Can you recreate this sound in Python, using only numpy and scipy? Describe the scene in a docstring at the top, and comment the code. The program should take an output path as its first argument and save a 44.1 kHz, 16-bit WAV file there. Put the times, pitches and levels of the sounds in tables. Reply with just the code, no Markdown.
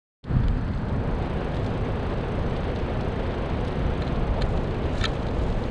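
"""Coasting on a winter path

A bicycle rolls at jogging pace, heard from a camera in a case that rides along on it.
Wind and the shaking frame rumble in the case. The tyres roar on asphalt and hiss where it is wet.
A loose fitting rattles over a few bumps, grit snaps under the tread, and the freewheel
(the ratchet that lets the wheel turn while the pedals rest) ticks softly."""
import sys
import numpy as np
from scipy import signal
from scipy.fft import rfft, irfft
from scipy.io import wavfile
from scipy.ndimage import uniform_filter1d

SR = 44100
rng = np.random.default_rng(int(sys.argv[2]) if len(sys.argv) > 2 else 0)


def transcribe(signal):
    """Save signal, clipped to [-1, 1], as a 16-bit WAV file at the path in sys.argv[1]."""
    frames = np.atleast_2d(signal).T
    limited = np.clip(frames, -1, 1)
    pcm = np.round(limited * 32767).astype(np.int16)
    wavfile.write(sys.argv[1], SR, pcm)


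N = 251370
TIME = np.arange(N) / SR
START_S, FADE_S = 0.23, 0.082   # when the ride starts to fade in, and how long that takes

# Gusts that hit the case. Each row: start in seconds, length in seconds, rise in dB.
WIND_GUSTS = [(0.363, 0.22, 9.5), (1.08, 0.097, 5.5), (2.39, 0.17, 3.5), (3.835, 0.12, 5),
              (4.127, 0.49, 6.5), (4.965, 0.12, 7.5), (5.36, 0.23, 6.5)]
# Jolts that shake the frame. Each row: time of the peak in seconds, rise in dB.
FRAME_JOLTS = [(0.37, 11.5), (0.67, 3), (0.95, 5.5), (1.64, 4), (1.81, 1.5), (2.44, 2), (2.67, 2),
               (2.96, 2), (3.53, 3), (3.85, 4.5), (4.09, 2.5), (4.32, 1.5), (4.5, 3.5), (4.67, 0.5),
               (4.89, 3), (5.34, 3)]
# Rolling from smooth onto coarse asphalt.
# Each row: time in seconds, roar level in dB, rush level in dB before a small trim.
TYRE_LEVELS = [(0.3, -38.5, -48), (0.76, -42, -48.5), (0.95, -35, -48.5), (1.25, -33.5, -43),
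               (3.4, -32.5, -41.5), (4.14, -33.5, -41.5), (4.28, -32, -43.5), (4.7, -32.5, -44),
               (5.05, -33.5, -40.5), (5.3, -32.5, -44.5), (5.7, -34, -42.5)]
# Rattles of the loose fitting, and one short, sharp click of grit at 0.48 s.
# Each row: start in seconds, levels in dB of the bright clink, the low clack and the scuff,
# length of the chatter in seconds, centre of the clink in Hz, damping time in seconds.
RATTLES_AND_CLICK = [(0.4832, -41, -41.5, -52.5, 0.0016, 4600, 0.0012),
                     (4.0188, -38.5, -37.5, -56, 0.006, 4050, 0.0099),
                     (4.0675, -48, -50, -62, .004, 4100, .008), (4.076, -41, -49, -61, 0.0043, 4250, .01),
                     (4.409, -42, -43, -67, 0.009, 3800, .005),
                     (4.4184, -33, -33.5, -51, 0.0036, 4200, .005),
                     (4.421, -35.5, -49, -60, 0.0037, 3250, .003), (4.999, -46, -50, -67, 0.007, 3820, .03),
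                     (5.0106, -34.5, -34.5, -45, 0.0056, 3620, 0.017),
                     (5.026, -37, -38, -62, 0.0087, 3640, .02),
                     (5.038, -29, -22.5, -49, 0.0065, 3650, 0.012),
                     (5.052, -24, -29, -37.5, 0.0076, 4000, 0.0066)]
# The notes the fitting rings at. Each row: pitch in Hz, relative level in dB, seconds to fade by 60 dB.
FITTING_NOTES = [(1306, 6, 0.03), (1540, -1.5, 0.081), (1770, 5, 0.029), (2346, 1, 0.028),
                 (2620, -5, 0.077), (3150, 1, 0.054), (3450, -11, 0.029), (3630, -1, 0.077),
                 (3820, -0.5, 0.076), (4100, 0.5, 0.093), (4270, -3, 0.023), (4680, -8, 0.043),
                 (5900, -20, 0.016), (6205, -15, 0.023), (6770, -15, 0.015), (8920, -16, 0.014)]
# The largest grains of grit. Each row: start in seconds, crack level in dB, sparkle level in dB.
LARGE_GRIT = [(0.2405, -52.5, -64), (0.435, -55, -74), (0.735, -52, -68), (1.2242, -53, -75),
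              (1.545, -48, -59), (1.567, -47.5, -58), (1.6443, -50, -59), (1.6622, -46, -54),
              (2.5641, -46, -70), (2.7598, -45, -63), (2.770, -52, -72), (2.7987, -52, -64),
              (3.009, -48, -54), (3.265, -51, -68), (3.6485, -51, -54), (3.6742, -47.5, -58),
              (3.6805, -49, -56), (4.1585, -50, -74), (4.5746, -47.5, -68), (4.7437, -50, -75),
              (4.9775, -47, -60), (5.228, -51, -65), (5.2665, -47, -59), (5.2857, -46.5, -68),
              (5.5005, -52, -60), (5.5243, -49, -67), (5.6376, -46, -72)]
# Wet patches on the path. Each row: time of the peak in seconds, level in dB, fading in dB per second.
WET_SPOTS = [(1.58, -64, 48), (4.52, -57.5, 63), (4.985, -51, 61), (5.17, -64, 7), (5.38, -59, 23)]
# How fast the freewheel ticks. Each row: time in seconds, ticks per second.
TICK_RATES = [(0.2, 26.94), (0.7, 29.53), (1.0, 26.68), (2.35, 27.93), (3.45, 26.37), (3.65, 27.29),
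              (4.8, 27.27), (5.7, 24.95)]
# How loud the ticks are before the hub adds its ring. Each row: time in seconds, level in dB.
TICK_LEVELS = [(0.3, -77), (1.2, -68.5), (5.7, -70)]
# The notes the wheel's hub rings at. Each row: pitch in Hz, relative level in dB, seconds to fade 60 dB.
HUB_NOTES = [(6090, 0.5, 0.019), (6520, -3, 0.034), (7980, -4.5, 0.026), (9030, -5, 0.018)]

# The tone of each noise, from low to high. Each row: frequency in Hz, relative level in dB.
WIND_TONE = [(8, -17), (20, -4.5), (35, -1.5), (52, -2), (70, -10.5), (110, -21.5)]   # air beating on the case
BOOM_TONE = [(45, -27), (65, -1.5), (85, -1), (110, -2.5), (142, -3.5), (175, -7.5), (230, -23)]   # the shaken case
DRONE_TONE = [(150, -5.5), (185, -2.5), (215, -1), (250, -1), (272, -3), (298, -13.5), (340, -46.5)]   # the air space inside the case
ROAR_TONE = [(250, -27.5), (305, -5.5), (345, -2), (480, -2.5), (680, -8), (850, -11.5), (1100, -15.5),
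             (1500, -27.5), (2500, -29.5), (5000, -54.5)]   # the low sound of the tyres
RUSH_TONE = [(600, 0.5), (1300, 4.5), (2000, 0.5), (3200, -3), (3950, -8), (4700, -17), (5600, -23.5),
             (7200, -31.5), (9000, -31.5), (10000, -40.5), (11500, -48), (13000, -37.5)]   # the brighter sound of the tread
SWISH_TONE = [(640, 8.5), (850, 5.5), (1150, 4.5), (1650, 4.5), (2200, -9.5), (3300, -31.5), (4300, -11),
              (5150, -23), (5700, -34.5), (7500, -30.5), (8050, -26.5), (8500, -42)]   # tread on smooth, damp asphalt
CONTACT_TONE = [(1000, -30), (1300, -9.5), (7000, -1.5), (9300, -10), (11000, -28)]   # the push of a chattering contact
SCUFF_TONE = [(4500, -7), (5300, 0), (6600, 3), (7300, -15), (9000, -4), (10300, -18), (15000, -14)]   # metal rubbing on its seat
CRACK_TONE = [(1200, -19.5), (2600, 1), (3700, 7.5), (4500, 0), (5600, -12), (7000, -19), (9200, -28),
              (11000, -45)]   # the crack of grit and of hard contacts
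SPARKLE_TONE = [(4000, -0.5), (5100, 8), (5800, 0), (6700, -5.5), (7600, -5.5), (9200, -5), (10500, -19.5),
                (13000, -19)]   # brittle grains breaking
SPRAY_TONE = [(2500, -8), (4000, 9), (5700, -1.5), (6700, 1.5), (8000, -3.5), (9200, -6.5), (10500, -17),
              (12000, -18), (14500, -9.5)]   # water thrown off the tread
TICK_TONE = [(3500, -5), (5100, -0.5), (5720, -16), (6060, -3), (6550, -3.5), (7300, -13.5), (7920, -8),
             (8500, -6.5), (9050, -7), (9650, -6.5), (10200, -16.5), (11500, -28.5)]   # the pawls, the small catches in the freewheel


def wind_on_case(wind_db=-32.5, shake_db=-31.5, drone_db=-35.5, drone_follows=0.52):
    """Swirling air beats on the case, which booms at each jolt; the air inside drones with the shaking."""
    shaking_db = jolt_rise_db() - 0.34 * drift(6.3)
    swirls = from_db(1.18 * drift(23))
    buffet = steady(colour(rng.standard_normal(N) * swirls, WIND_TONE), span_s=0.14)
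    boom = steady(colour(rng.standard_normal(N) * swirls, BOOM_TONE), span_s=0.12)
    drone = steady(colour(rng.standard_normal(N) * swirls, DRONE_TONE), span_s=0.15)
    return (from_db(wind_db + gust_rise_db()) * buffet
            + from_db(shake_db + shaking_db) * boom
            + from_db(drone_db + drone_follows * shaking_db) * drone)


def gust_rise_db(edge_s=0.04):
    """Each gust swells, holds and drops back to the steady wind."""
    rise_db = 0
    for start_s, length_s, db in WIND_GUSTS:
        inside_s = np.minimum(TIME - start_s, start_s + length_s - TIME)
        rise_db += db * np.clip(inside_s / edge_s + 0.5, 0, 1)
    return rise_db


def jolt_rise_db(rise_s=0.068, decay_s=0.085):
    """Each jolt builds up quickly in the frame and dies away."""
    rise_db = 0
    for peak_s, db in FRAME_JOLTS:
        before_s, after_s = np.maximum(peak_s - TIME, 0), np.maximum(TIME - peak_s, 0)
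        rise_db += db * np.exp(-(before_s / rise_s) ** 2 - after_s / decay_s)
    return rise_db


def tyres(rush_trim_db=-1.0, swish_db=-42.5, drying_db_per_s=1):
    """The tread hits thousands of tiny stones a second; its damp swish fades as the path dries."""
    roar_db, rush_db = in_time(TYRE_LEVELS)
    roughness = from_db(0.63 * drift(50))   # rougher patches lift all three sounds together
    roar = steady(colour(grains(per_s=12000, spread_db=2.0) * roughness, ROAR_TONE), span_s=0.28)
    rush = colour(grains(per_s=20000, spread_db=1.5) * roughness, RUSH_TONE)
    swish = colour(rng.standard_normal(N) * roughness, SWISH_TONE)
    return (from_db(roar_db) * roar
            + from_db(rush_db + rush_trim_db) * rush
            + from_db(swish_db - drying_db_per_s * TIME) * swish)


def rattles_and_click(crack_db=-2.0, uneven_db=2.0, boost_db=7, boost_width_hz=230, lowest_hz=1130):
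    """On bumps the fitting chatters on its seat and rings; the first, very short hit is a click of grit."""
    out, t = np.zeros(N), TIME[:4096]
    note_hz = np.array(FITTING_NOTES)[:, 0]
    is_low = note_hz < 2800
    for start_s, clink_db, clack_db, scuff_db, chatter_s, clink_hz, damping_s in RATTLES_AND_CLICK:
        pressure = np.sqrt(np.maximum(1 - (2 * t / chatter_s - 1) ** 2, 0))
        touches = rng.standard_normal(len(t)) * from_db(uneven_db * rng.standard_normal(len(t)))
        contact = colour(pressure * touches, CONTACT_TONE)
        # After the chatter, the seat quiets whatever still rings.
        damping = np.exp(-np.maximum(t - chatter_s, 0) / damping_s)
        notes = np.array([from_db(db) * rms_one(damping * ring(contact, hz, fade_s))
                          for hz, db, fade_s in FITTING_NOTES])
        # The point of contact decides which high notes ring most.
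        boost = from_db(boost_db * np.exp(-((note_hz - clink_hz) / boost_width_hz) ** 2))
        crack = from_db(crack_db) * colour(contact, CRACK_TONE)
        clink = rms_one(boost[~is_low] @ notes[~is_low]) + crack
        clack = notes[is_low].sum(axis=0)
        scuff = colour(contact, SCUFF_TONE)
        add(out, start_s, burst(clink, clink_db) + burst(clack, clack_db) + burst(scuff, scuff_db))
    # Things this small give off no bass.
    return signal.sosfilt(signal.butter(4, lowest_hz, "high", fs=SR, output="sos"), out)


def grit(attack_s=0.0006, crack_s=0.0033, sparkle_s=0.0051, fine_per_s=7):
    """Grains crack under the tread, the brittle ones with a sparkle; fine ones come at random times."""
    out, t = np.zeros(N), TIME[:2048]
    attack = np.minimum(t / attack_s, 1)
    fine_starts = START_S + FADE_S + np.cumsum(rng.exponential(1 / fine_per_s, size=48))
    fine_grit = [(start_s, -53, -82) for start_s in fine_starts]   # same columns as LARGE_GRIT
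    for start_s, crack_db, sparkle_db in [*LARGE_GRIT, *fine_grit]:
        crack = attack * np.exp(-t / crack_s) * colour(rng.standard_normal(len(t)), CRACK_TONE)
        sparkle = attack * np.exp(-t / sparkle_s) * colour(rng.standard_normal(len(t)), SPARKLE_TONE)
        if start_s < TIME[-1]:
            add(out, start_s, burst(crack, crack_db) + burst(sparkle, sparkle_db))
    return out


def spray(wetting_db_per_s=124, patchy_db=3.5):
    """Droplets fizz off the tread: it gets wet quickly in each patch, then flings itself dry."""
    power = 0
    for peak_s, db, fading_db_per_s in WET_SPOTS:
        below_peak_db = np.maximum((peak_s - TIME) * wetting_db_per_s, (TIME - peak_s) * fading_db_per_s)
        power += from_db(db - below_peak_db) ** 2
    flicker = from_db(patchy_db * drift(57))
    droplets = colour(grains(per_s=5000, spread_db=3.0), SPRAY_TONE)
    return np.sqrt(power) * flicker * droplets


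def freewheel(attack_s=0.0026, decay_s=0.0042, second_lag_s=0.0105, second_db=-13, hub_db=-2):
    """At each ratchet tooth one catch snaps down, a second follows more softly, and the hub rings."""
    per_s, = in_time(TICK_RATES)
    level_db, = in_time(TICK_LEVELS)
    teeth_passed = np.cumsum(per_s) / SR + 0.0055 * per_s   # with a head start of 5.5 ms
    snaps = 0
    for lag_s, db in ((0, 0), (second_lag_s, second_db)):
        age_s = np.maximum(teeth_passed % 1 / per_s - lag_s, 0)
        snaps += from_db(db) * np.minimum(age_s / attack_s, np.exp((attack_s - age_s) / decay_s))
    ticks = rms_one(snaps) * steady(colour(rng.standard_normal(N), TICK_TONE), span_s=0.008)
    hub = rms_one(sum(from_db(db) * rms_one(ring(ticks, hz, fade_s)) for hz, db, fade_s in HUB_NOTES))
    return from_db(level_db + 1.1 * drift(15)) * (ticks + from_db(hub_db) * hub)


def from_db(db):
    """Turn decibels (dB) into a number to multiply a sound by."""
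    return 10 ** (np.asarray(db) / 20)


def rms_one(x):
    """Scale a sound so that its average strength (rms) is 1."""
    return x / np.sqrt(np.mean(x ** 2) + 1e-20)


def in_time(rows):
    """Join a table's rows with straight lines, giving each column a value at every sample."""
    times, *columns = np.transpose(rows)
    return [np.interp(TIME, times, column) for column in columns]


def drift(per_s):
    """A random wobble of strength 1 that changes about per_s times a second."""
    hz = np.fft.rfftfreq(N, 1 / SR)
    return rms_one(irfft(rfft(rng.standard_normal(N)) / (1 + (hz / per_s) ** 2), N))


def colour(x, tone):
    """Shape a sound with a tone table, fading out beyond the table's ends; the result has strength 1."""
    hz = np.maximum(np.fft.rfftfreq(len(x), 1 / SR), 1)
    points_hz, db = np.transpose(tone)
    edges = np.minimum(hz / points_hz[0], 1) ** 2 * np.minimum(points_hz[-1] / hz, 1) ** 3
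    gain = from_db(np.interp(np.log(hz), np.log(points_hz), db))
    return rms_one(irfft(rfft(x) * edges * gain, len(x)))


def grains(per_s, spread_db):
    """Tiny hits at random times, most weak and a few strong."""
    sizes = from_db(spread_db * np.minimum(rng.exponential(1, N), 5))
    return rms_one(sizes * rng.choice([-1, 1], N) * (rng.random(N) < per_s / SR))


def steady(x, span_s):
    """Even out the slow swells of a noise and keep its fast lumps."""
    return x / np.sqrt(uniform_filter1d(x ** 2, max(int(span_s * SR), 2)) + 1e-6)


def ring(push, hz, fade_s):
    """One note that rings when pushed and dies away by 60 dB in fade_s."""
    decay, angle = from_db(-60 / (fade_s * SR)), 2 * np.pi * hz / SR
    return signal.lfilter([0, np.sin(angle)], [1, -2 * decay * np.cos(angle), decay * decay], push)


def burst(x, db):
    """Give a short sound as much energy as 10 ms of steady sound at this level."""
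    return from_db(db) * x / np.sqrt(np.sum(x ** 2) / (0.01 * SR))


def add(out, start_s, sound):
    """Mix a sound in at its start time."""
    at = max(round(start_s * SR), 0)
    out[at:at + len(sound)] += sound[:N - at]


def scene():
    """The ride fades in out of silence, with snaps and rattles on top, in one channel."""
    fade_in = np.clip((TIME - START_S) / FADE_S, 0, 1)
    ride = wind_on_case() + tyres() + spray() + freewheel()
    return (fade_in * ride + grit() + rattles_and_click())[None]


def record(dry, cutoff_hz=10960):
    """Cut away the highest treble."""
    return signal.sosfilt(signal.butter(6, cutoff_hz, fs=SR, output="sos"), dry)


dry = scene()
out = record(dry)
transcribe(out)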